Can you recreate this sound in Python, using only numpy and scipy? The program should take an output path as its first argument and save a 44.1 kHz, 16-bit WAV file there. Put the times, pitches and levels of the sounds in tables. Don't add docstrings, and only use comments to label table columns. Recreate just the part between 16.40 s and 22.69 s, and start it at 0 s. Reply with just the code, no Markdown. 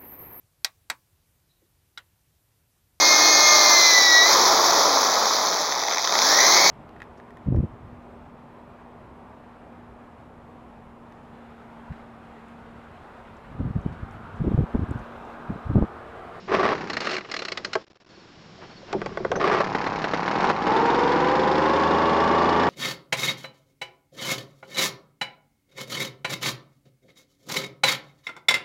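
import sys
import numpy as np
from scipy import signal
from scipy.fft import rfft, irfft
from scipy.io import wavfile
from scipy.ndimage import uniform_filter1d

SR = 44100
rng = np.random.default_rng(int(sys.argv[2]) if len(sys.argv) > 2 else 0)


def put_to_file(sound):
    columns = np.atleast_2d(sound).T
    safe = np.clip(columns, -1, 1)
    whole_steps = np.round(safe * 32767)
    wavfile.write(sys.argv[1], SR, whole_steps.astype(np.int16))


N = 277389
T = np.arange(N) / SR

# (time [s], speed [turns/s])
FIRST_PULL = [(.08, 13.3), (.2, 32), (.38, 34), (.55, 27.4), (.75, 25), (.81, 7.4)]
SECOND_PULL = [(3.0, 10.45), (3.1, 28.61), (3.22, 35.93), (3.5, 34.33), (3.68, 31.81), (3.82, 34.46),
               (4.1, 50.1), (4.27, 61.5), (4.38, 65.2), (4.55, 68.5), (4.72, 70.7), (4.96, 74),
               (5.13, 75.3), (5.22, 77.6), (5.55, 81.6), (5.65, 81.3), (5.9, 82.9), (6.29, 86.1)]
EARLY_FIRINGS = [4.88, 5.16, 5.34]
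# (time [s], level [dB])
COUGHS = [(3.35, -16), (3.466, -19.5), (3.642, -14.5), (3.736, -16.5), (3.829, -27), (3.879, -17),
          (3.956, -20), (4.004, -20.5), (4.042, -16), (4.1, -14), (4.163, -23), (4.268, -19), (4.363, -19)]
# (frequency [Hz], width [Hz], gain [dB])
PORT_MODES = [(802, 60, 9.5), (965, 310, 11), (1130, 260, -22.5), (1700, 500, -37)]
SHROUD_MODES = [(1370, 83, 0), (1470, 67, 2), (1810, 60, 2), (2117, 63, 2), (2770, 110, -8)]
MUFFLER_MODES = [(3536, 260, 2), (5220, 400, -3.5)]
TUBE_MODES = [(510.5, 76, -3), (920, 140, -2.5), (1118, 85, -4), (2900, 150, -6.5)]
# (frequency [Hz], gain [dB])
EXHAUST_EQ = [(35, -36), (75, -32.5), (120, -18), (175, 0), (250, -2), (390, 0), (520, -3), (650, -17),
              (1200, -20), (2500, -37.5), (7500, -60), (11000, -100)]
CLATTER_EQ = [(150, -20), (500, 5), (1300, 6.5), (1800, 4), (2600, -2), (3400, -10.5), (4200, -7),
              (5300, -11.5), (7000, -22.5), (9000, -53.5), (11000, -82.5)]
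TICK_EQ = [(500, -21.5), (1700, 12), (2500, -5.5), (3100, -0.5), (3550, -2), (4100, -5), (4800, -5),
           (5300, -8.5), (6000, -18), (7000, -17), (9000, -38), (11000, -64.5)]
COUGH_EQ = [(35, -41), (60, -14.5), (396, 2), (1110, 0.5), (2070, -5.5), (2900, -16.5), (4140, -15),
            (4900, -30), (5560, -22), (6040, -38), (6440, -29.5), (9000, -55), (11700, -84.5),
            (19800, -120)]
# (multiple of crank speed, relative level [dB])
FAN_TONES = [(7, -24), (14, -25.5), (21, -33), (35, -42)]
DRONE_TONES = [(1, -8.5), (2, -2.5), (3, 1.5), (4, -18), (5, -7), (9, -11), (10, 2.5), (11, -5), (12, -7)]

# (start [s], end [s], level [dB])
ROPE_RUNS = [(0.075, 0.122, -31), (0.113, 0.336, -22.5), (0.6, 1.39, -49.5), (2.557, 3.003, -44),
             (2.997, 3.031, -23), (3.032, 3.22, -23)]
# (time [s], level [dB], pulley ring [Hz])
JERKS = [(.117, -16.5, 373), (.135, -20, 654), (.146, -16.5, 1160), (.186, -24, 393), (.208, -22, 630),
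         (.23, -21, 985), (.245, -19, 1900), (.26, -18, 353), (.289, -18, 1150), (.329, -15.5, 393),
         (2.955, -18.5, 1512), (3.027, -16, 638), (3.041, -14, 1150), (3.075, -16, 1190), (3.098, -21, 791),
         (3.118, -19, 1410), (3.129, -22, 1800), (3.146, -19.5, 390), (3.177, -23, 1140), (3.202, -16, 331)]
# (start [s], end [s], level [dB])
PAWL_BUZZES = [(0.47, 0.543, -50), (0.608, 0.753, -34), (0.87, 1.125, -55.5)]
# (time [s], level [dB], relative treble [dB], pulley ring [Hz], pawl ring [Hz])
RATCHET_CLICKS = [(0.499, -17.5, -16.5, 1980, 4130), (0.532, -23.5, -8.5, 1660, 4100),
                  (.568, -13, -19, 1910, 4000), (0.604, -20, -11.5, 1400, 4470),
                  (0.67, -14.5, -22, 1867, 4100), (0.71, -30, -6, 1499, 4530),
                  (0.765, -21, -12.5, 2180, 4170), (.781, -20.5, -20, 2240, 3990),
                  (.808, -27, -30, 2080, 4100), (0.847, -29, -32, 2100, 4100), (.897, -30, -25, 1700, 4100),
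                  (0.914, -21, -11.5, 2220, 4670), (0.9399, -17.5, -15.5, 1940, 4770),
                  (0.9643, -23.5, -8, 2270, 4200), (0.9905, -23, -10.5, 1610, 4080),
                  (1.0198, -22, -13.5, 1400, 3600), (1.05, -22, -11, 1830, 4470),
                  (1.0826, -21.5, -14, 2620, 4420), (1.119, -19.5, -12.5, 2170, 4720),
                  (1.173, -17.5, -14.5, 1980, 3760), (1.2469, -19, -10.5, 1590, 4930),
                  (1.3319, -20.5, -8.5, 1430, 4250)]
# (frequency [Hz], width [Hz], gain [dB])
RATCHET_MODES = [(202, 17, 12.5), (365, 31, -1), (2060, 180, -15), (2840, 220, -5.5), (4120, 110, 5),
                 (4310, 180, 4.5), (5260, 120, 3), (6600, 72, -1)]
# (frequency [Hz], gain [dB])
ROPE_EQ = [(30, -33), (60, -31), (200, -7.5), (285, -12), (380, 4), (510, -6.5), (630, -2), (900, -8),
           (1140, -2), (1350, -9.5), (1900, -11), (3100, -22.5), (5600, -30.5), (9000, -67)]
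PAWL_EQ = [(120, -23), (360, 5.5), (700, 4), (950, -5), (1200, 8.5), (1600, 3), (2050, 5.5), (3400, -4),
           (4100, -6), (4900, -6), (6200, -12), (7500, -20), (8600, -35.5), (10000, -64)]
# (time [s], level [dB], relative treble [dB], relative boom [dB], panel ring [Hz])
KNOCKS = [(1.353, -11, -19, -8.5, 636), (2.528, -22, -13, -9, 403), (2.616, -21, -21.5, -10, 422),
          (2.66, -21, -16.5, -5.5, 450), (2.772, -18, -26, -6, 477), (2.848, -13.5, -30.5, -6, 525),
          (2.916, -11, -24, -12.5, 503)]
# (frequency [Hz], t60 [s], gain [dB])
HOUSING_MODES = [(374, 0.038, 8.5), (451, 0.058, 4.5), (526, 0.11, -5), (700, 0.021, 1), (872, 0.033, -5),
                 (1107, 0.025, -2.5), (1290, 0.055, -12.5), (1480, 0.015, 0), (2010, 0.0064, 0.5),
                 (3310, 0.026, -20)]
# (time [s], pitch [Hz], level [dB])
THUMPS = [(1.776, 357, -38), (2.186, 683, -37.5), (2.43, 536, -35), (2.548, 380, -11.5), (2.716, 406, -24),
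          (2.805, 370, -18), (2.905, 423, -19.5), (2.969, 505, -19)]
# (time [s], level [dB])
TWANGS = [(1.175, -37), (1.25, -36), (2.531, -21.5), (2.794, -31), (2.92, -23), (2.96, -23.5)]
# (time [s], pitch [Hz], t60 [s], level [dB])
STEEL_PINGS = [(1.249, 6600, 0.15, -51), (1.249, 5850, 0.14, -51), (2.958, 5950, 0.068, -37),
               (2.96, 6180, 0.085, -39)]

# (start [s], length [s], level [dB])
BRUSHES = [(2.188, 0.093, -42.5), (2.258, 0.1, -48.5), (2.441, 0.15, -42)]
# (start [s], end [s], level [dB])
DECK_SHAKES = [(0, .6, -47.5), (0.103, .17, -39), (1.9, 2.5, -64), (2.485, 2.997, -43), (3.004, 4.144, -42),
               (4.15, 6.29, -47)]
# (time [s], level [dB])
CHIRPS = [(1.692, -55), (1.742, -57), (1.788, -55), (2.253, -55), (2.3, -53), (2.356, -48.5)]
# (frequency [Hz], gain [dB])
BRUSH_EQ = [(150, -11), (400, 0), (1500, -7), (3200, -17), (5500, -27), (9000, -60)]
AIR_EQ = [(150, -22.5), (330, -4), (600, -11), (1500, -14.5), (2300, -18), (4500, -20.5), (5500, -19.5),
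          (6100, -30.5), (6700, -29), (7700, -39), (9000, -68)]
RUMBLE_EQ = [(15, -6), (30, -15.5), (110, 1), (190, 4.5), (300, -8), (800, -34.5), (4000, -84)]

CATCH_S, TURNS_PER_FIRING = 4.2, 3
FULL_TURNS_PER_S, IDLE_TURNS_PER_S = 65.6, 80.3
GAS_DB = -32


def start_attempts():
    choked = engine(FIRST_PULL, port_db=-34, clatter_db=-34)
    running = engine(SECOND_PULL, port_db=-23, clatter_db=-31.5)
    stumble_s = 4.115
    cough_s = np.array(COUGHS)[:, 0]
    surge_db = fade(strikes(cough_s, np.ones(len(cough_s))), decay_s=.24) * (T < stumble_s)
    stumble_db = -4 * span(stumble_s, 4.225, attack_s=.0074, release_s=.071)
    return choked + running * undb(surge_db + stumble_db)


def engine(speed, port_db, clatter_db):
    angle = crank(speed)
    turns = np.arange(1, int(angle[-1]) + 1)

    def at(share):
        return np.interp(turns + share, angle, T)

    fires = firings(at(0))
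    scatter = rng.standard_normal((len(turns), 7)).T * np.where(at(0) < CATCH_S, 1, .5)
    first_lag, first_size, second_lag, second_size, exhaust_lag, charge_size, slap_size = scatter
    opening_s = at(.6 + .0034 * exhaust_lag)
    puffs = strikes(at(.005 * first_lag), undb(first_size))
    puffs += strikes(at(.37 + .011 * second_lag), undb(3 + 1.2 * second_size))
    puffs = with_gas(puffs, decay_s=.009)
    beats = puffs + strikes(opening_s, undb(2) * fires)
    voices = (  # (sound, level at full speed [dB], rise per doubling of speed [dB])
        (ports(beats), port_db, 9.5),
        (exhaust(opening_s, fires, charge_size, puffs), -24, 12),
        (shroud(beats), -42.5, 13),
        (piston(opening_s, slap_size), clatter_db, 3.5))
    mix = sum(undb(db) * effort(speed, rise_db) * steady(x) for x, db, rise_db in voices)
    spin_up = np.clip((T - speed[0][0]) / .13, 0, 1)
    return spin_up * mix + undb(-35.5) * firing_ticks(opening_s, fires, charge_size)


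def firings(turn_s):
    count = np.arange(len(turn_s)) - np.searchsorted(turn_s, CATCH_S)
    count += np.searchsorted(EARLY_FIRINGS, turn_s)
    return (turn_s >= CATCH_S) & (np.diff(count // TURNS_PER_FIRING, prepend=-1) > 0)


def ports(beats):
    cavity = resonances(beats, PORT_MODES)
    return cut(resonate(cavity, hz=803, width_hz=670), 3500)


def exhaust(opening_s, fires, charge_size, puffs):
    blows = strikes(opening_s, undb(11 * fires + charge_size))
    pipe = colour(with_gas(blows, decay_s=.025) + .41 * puffs, EXHAUST_EQ)
    echoes = ((.0013, -.25), (.0056, .08), (.0093, .05))
    return pipe + sum(gain * np.interp(T - delay_s, T, pipe) for delay_s, gain in echoes)


def shroud(beats):
    return cut(resonances(beats, SHROUD_MODES), 3200, order=4)


def piston(opening_s, slap_size):
    slap = burst(opening_s - .002, undb(2 * slap_size), hold_s=.0053, decay_s=.013)
    scrape = undb(-23.5 + 1.5 * flutter(N, 60).real)
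    return colour((slap + scrape) * grit(5000, 3.7), CLATTER_EQ)


def firing_ticks(opening_s, fires, charge_size):
    envelope = burst(opening_s - .002, fires * undb(2.5 * charge_size), hold_s=.0038, decay_s=.012)
    ticks = colour(envelope * rng.standard_normal(N), TICK_EQ)
    return unit(ticks + resonances(ticks, MUFFLER_MODES), T > CATCH_S)


def fan():
    turns = crank(SECOND_PULL)
    cycle = 2 * np.pi * turns / TURNS_PER_FIRING
    surge = .009 * np.sin(cycle)
    wander = .007 * flutter(N, 9).real
    angle = 2 * np.pi * (turns + surge + wander)
    hum = 0
    for multiple, db in FAN_TONES:
        tone = (1 + .28 * flutter(N, 38)) * np.exp(1j * multiple * angle)
        hum += undb(db) * np.sqrt(2) * tone.real
    throb = 1 - .55 * np.cos(cycle)
    hum *= throb * effort(SECOND_PULL, rise_db=23)
    leak = undb(-13.5) * hum
    return leak + resonances(hum, TUBE_MODES)


def drone():
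    angle = 2 * np.pi * crank(SECOND_PULL)
    tones = sum(undb(db) * np.sin(multiple * angle) for multiple, db in DRONE_TONES)
    doublings = np.log2(curve(SECOND_PULL) / IDLE_TURNS_PER_S + 1e-9)
    return np.sqrt(2) * tones * undb(-32.5 + 25.5 * doublings)


def coughs():
    times, db = np.transpose(COUGHS)
    pops = 6 * strikes(times, undb(db))
    gas = burst(times, undb(db), hold_s=.00035, decay_s=.0068) * rng.standard_normal(N)
    return colour(pops + gas, COUGH_EQ)


def starter():
    jolts = fade((rng.random(N) < 130 / SR) * rng.random(N), decay_s=.0047)
    rattle = unit((.5 + jolts) * grit(3500, 2.54))
    return rope(rattle) + ratchet(rattle)


def rope(rattle):
    times, levels_db, _ = np.transpose(JERKS)
    tension = spans(ROPE_RUNS, attack_s=.0091, release_s=.0047)
    tension += burst(times, undb(levels_db), hold_s=.0013, decay_s=.007)
    rings = thuds([(s, hz, db - 1.5) for s, db, hz in JERKS], attack_s=.00077, t60_s=.03)
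    return colour(rattle * tension, ROPE_EQ) + rings


def ratchet(rattle):
    buzz = rattle * spans(PAWL_BUZZES, attack_s=.019, release_s=.015)
    times, db, treble_db, pulley_hz, pawl_hz = np.transpose(RATCHET_CLICKS)
    dull, bright = (burst(times - .002, undb(level), hold_s=.0048, decay_s=.0057) * grit(7000, .52)
                    for level in (db - 4, db + treble_db + 11))
    clicks = cut(dull, 2800) + cut(bright, 3200, "high")
    pawls = colour(buzz + clicks, PAWL_EQ)
    pawl_rings = sum(ping(s + .003, hz, t60_s=.026, db=level + 4.5)
                     for s, hz, level in zip(times, pawl_hz, db + treble_db))
    pulley_rings = sum(ping(s + .0021, hz, t60_s=.028, db=level - 6)
                       for s, hz, level in zip(times, pulley_hz, db))
    return pawls + pawl_rings + pulley_rings + resonances(pawls, RATCHET_MODES)


def knocks():
    times, db, treble_db, boom_db, panel_hz = np.transpose(KNOCKS)
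    t, rough, body = T[:SR // 4], grit(3300, .72), 0
    for k, (hz, t60_s, mode_db) in enumerate(HOUSING_MODES):
        size_db = db + mode_db + boom_db * (k < 3)
        blow = strikes(times + .00093, undb(size_db - 5))
        chatter = burst(times, undb(size_db - 28), hold_s=.0044, decay_s=.0053) * rough
        ring = undb(-60 * t / t60_s) * np.sin(2 * np.pi * hz * t) * (-1) ** k
        body += signal.fftconvolve(blow + chatter, ring)[:N]
    crack = burst(times, undb(db + treble_db + 12), hold_s=.00046, decay_s=.0038) * grit(8000, .85)
    panels = thuds(zip(times + .00095, panel_hz, db), attack_s=.0014, t60_s=.039)
    return body + panels + colour(crack, PAWL_EQ)


def thumps():
    board_hz = 207.7
    feet = thuds(THUMPS, attack_s=.0018, t60_s=.057)
    board = thuds([(s, board_hz, db - 15.5) for s, _, db in THUMPS], attack_s=.0018, t60_s=.28)
    return feet + board


def spring():
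    twangs, t = np.zeros(N), T[:SR // 5]
    hz = 950 / (1 + t / .028)
    sweep = np.exp(2j * np.pi * np.cumsum(hz) / SR)
    envelope = (1 - np.exp(-t / .012)) * np.exp(-t / .025)
    for s, db in TWANGS:
        twangs[int(s * SR):][:len(t)] += 2 * undb(db) * envelope * (sweep * flutter(len(t), 190)).real
    return twangs + sum(ping(*row) for row in STEEL_PINGS)


def deck_echoes(x):
    t, t60_s = T[:SR // 5], .11
    echoes = rng.standard_normal(len(t)) * undb(-60 * t / t60_s) * (t > .003)
    return x + undb(-18.5) * signal.fftconvolve(x, echoes / np.linalg.norm(echoes))[:N]


def hands():
    return noise(BRUSH_EQ) * sum(undb(db) * swell(s, length_s) for s, length_s, db in BRUSHES)


def bird():
    start_hz, fall_hz_per_s, length_s = 4570, 9000, .038
    song = np.zeros(N)
    for s, db in CHIRPS:
        cycles = (T - s) * (start_hz - fall_hz_per_s * (T - s) / 2)
        song += undb(db) * swell(s, length_s) * np.sin(2 * np.pi * cycles)
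    return song


def background():
    duck_s = (1.424, 1.688)
    sputter_db = 11 * np.tanh(4 * flutter(N, 45).real)
    duck_db = (sputter_db - 13.5) * span(*duck_s, attack_s=.026, release_s=.002)
    creep_db = -3.5 * span(*duck_s, attack_s=.02, release_s=.572)
    recorder_gain = undb(duck_db + creep_db)
    hiss = noise(AIR_EQ) * undb(-49) * recorder_gain
    shaking = spans(DECK_SHAKES, attack_s=.076, release_s=.058)
    rumble = noise(RUMBLE_EQ) * (undb(-54) * recorder_gain + shaking)
    return hiss + rumble


def crank(speed):
    return np.cumsum(curve(speed)) / SR


def effort(speed, rise_db):
    share = np.clip(curve(speed) / FULL_TURNS_PER_S, 0, 1)
    return (share > 0) * undb(rise_db * np.log2(share + 1e-9))


def with_gas(pulses, decay_s):
    return pulses + undb(GAS_DB) * fade(pulses, decay_s) * rng.standard_normal(N)


def ping(start_s, hz, t60_s, db):
    pair = [(start_s, hz, db), (start_s, .9 * hz, db - 6.94)]
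    return thuds(pair, attack_s=.00042, t60_s=t60_s)


def thuds(rows, attack_s, t60_s):
    out, t = np.zeros(N), T[:SR // 4]
    envelope = undb(-60 * t / t60_s) * (1 - np.exp(-t / attack_s))
    for s, hz, db in rows:
        out[int(s * SR):][:len(t)] += undb(db) * envelope * np.sin(2 * np.pi * hz * t)
    return out


def strikes(times, sizes):
    return np.bincount(np.clip(np.asarray(times) * SR, 0, N).astype(int), sizes, N + 1)[:N]


def grit(per_s, spread_db):
    impacts = (rng.random(N) < per_s / SR) * rng.choice([-1, 1], N)
    return unit(impacts * undb(spread_db * rng.standard_normal(N)))


def noise(eq):
    return colour(rng.standard_normal(N), eq)


def flutter(size, width_hz):
    eddies = cut(rng.standard_normal(size + SR) + 1j * rng.standard_normal(size + SR), width_hz)
    return eddies[SR:] / np.std(eddies)


def fade(x, decay_s):
    return signal.lfilter([1], [1, -np.exp(-1 / (decay_s * SR))], x)


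def burst(times, sizes, hold_s, decay_s):
    touch = signal.windows.hann(max(int(hold_s * SR), 3))
    return signal.fftconvolve(fade(strikes(times, sizes), decay_s), touch / touch.sum())[:N]


def span(start_s, end_s, attack_s, release_s):
    return np.clip((T - start_s) / attack_s, 0, 1) * np.clip(1 - (T - end_s) / release_s, 0, 1)


def spans(rows, attack_s, release_s):
    return sum(undb(db) * span(start, end, attack_s, release_s) for start, end, db in rows)


def swell(start_s, length_s):
    return np.sin(np.pi * np.clip((T - start_s) / length_s, 0, 1)) ** 2


def curve(rows):
    return np.interp(T, *np.transpose(rows), left=0, right=0)


def colour(x, eq):
    hz, db = np.transpose(eq)
    size = 4096
    bins = np.maximum(np.fft.rfftfreq(size, 1 / SR), 1)
    cepstrum = irfft(np.log(undb(np.interp(np.log(bins), np.log(hz), db))))
    cepstrum[1:size // 2] *= 2
    cepstrum[size // 2 + 1:] = 0
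    response = irfft(np.exp(rfft(cepstrum)))
    return signal.fftconvolve(x, response / np.linalg.norm(response))[:len(x)]


def cut(x, hz, keep="low", order=2):
    return signal.sosfilt(signal.butter(order, hz, keep, fs=SR, output="sos"), x)


def resonate(x, hz, width_hz):
    return signal.lfilter(*signal.iirpeak(hz, hz / width_hz, fs=SR), x)


def resonances(x, modes):
    return sum(undb(db) * resonate(x, hz, width_hz) for hz, width_hz, db in modes)


def steady(x):
    return x / np.sqrt(np.abs(uniform_filter1d(x ** 2, size=SR // 5)) + 1e-4 * np.mean(x ** 2))


def unit(x, where=slice(None)):
    return x / np.sqrt(np.mean(x[where] ** 2) + 1e-18)


def undb(db):
    return 10 ** (np.asarray(db) / 20)


def scene():
    blower = start_attempts() + fan() + coughs() + starter() + knocks() + thumps() + spring()
    return (deck_echoes(blower) + drone() + bird() + background() + hands())[None]


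def record(dry):
    ceiling, top_hz = .34, 10200
    rounded = ceiling * np.tanh(dry / ceiling)
    return signal.sosfilt(signal.ellip(8, .2, 70, top_hz, fs=SR, output="sos"), rounded)


dry = scene()
out = record(dry)
put_to_file(out)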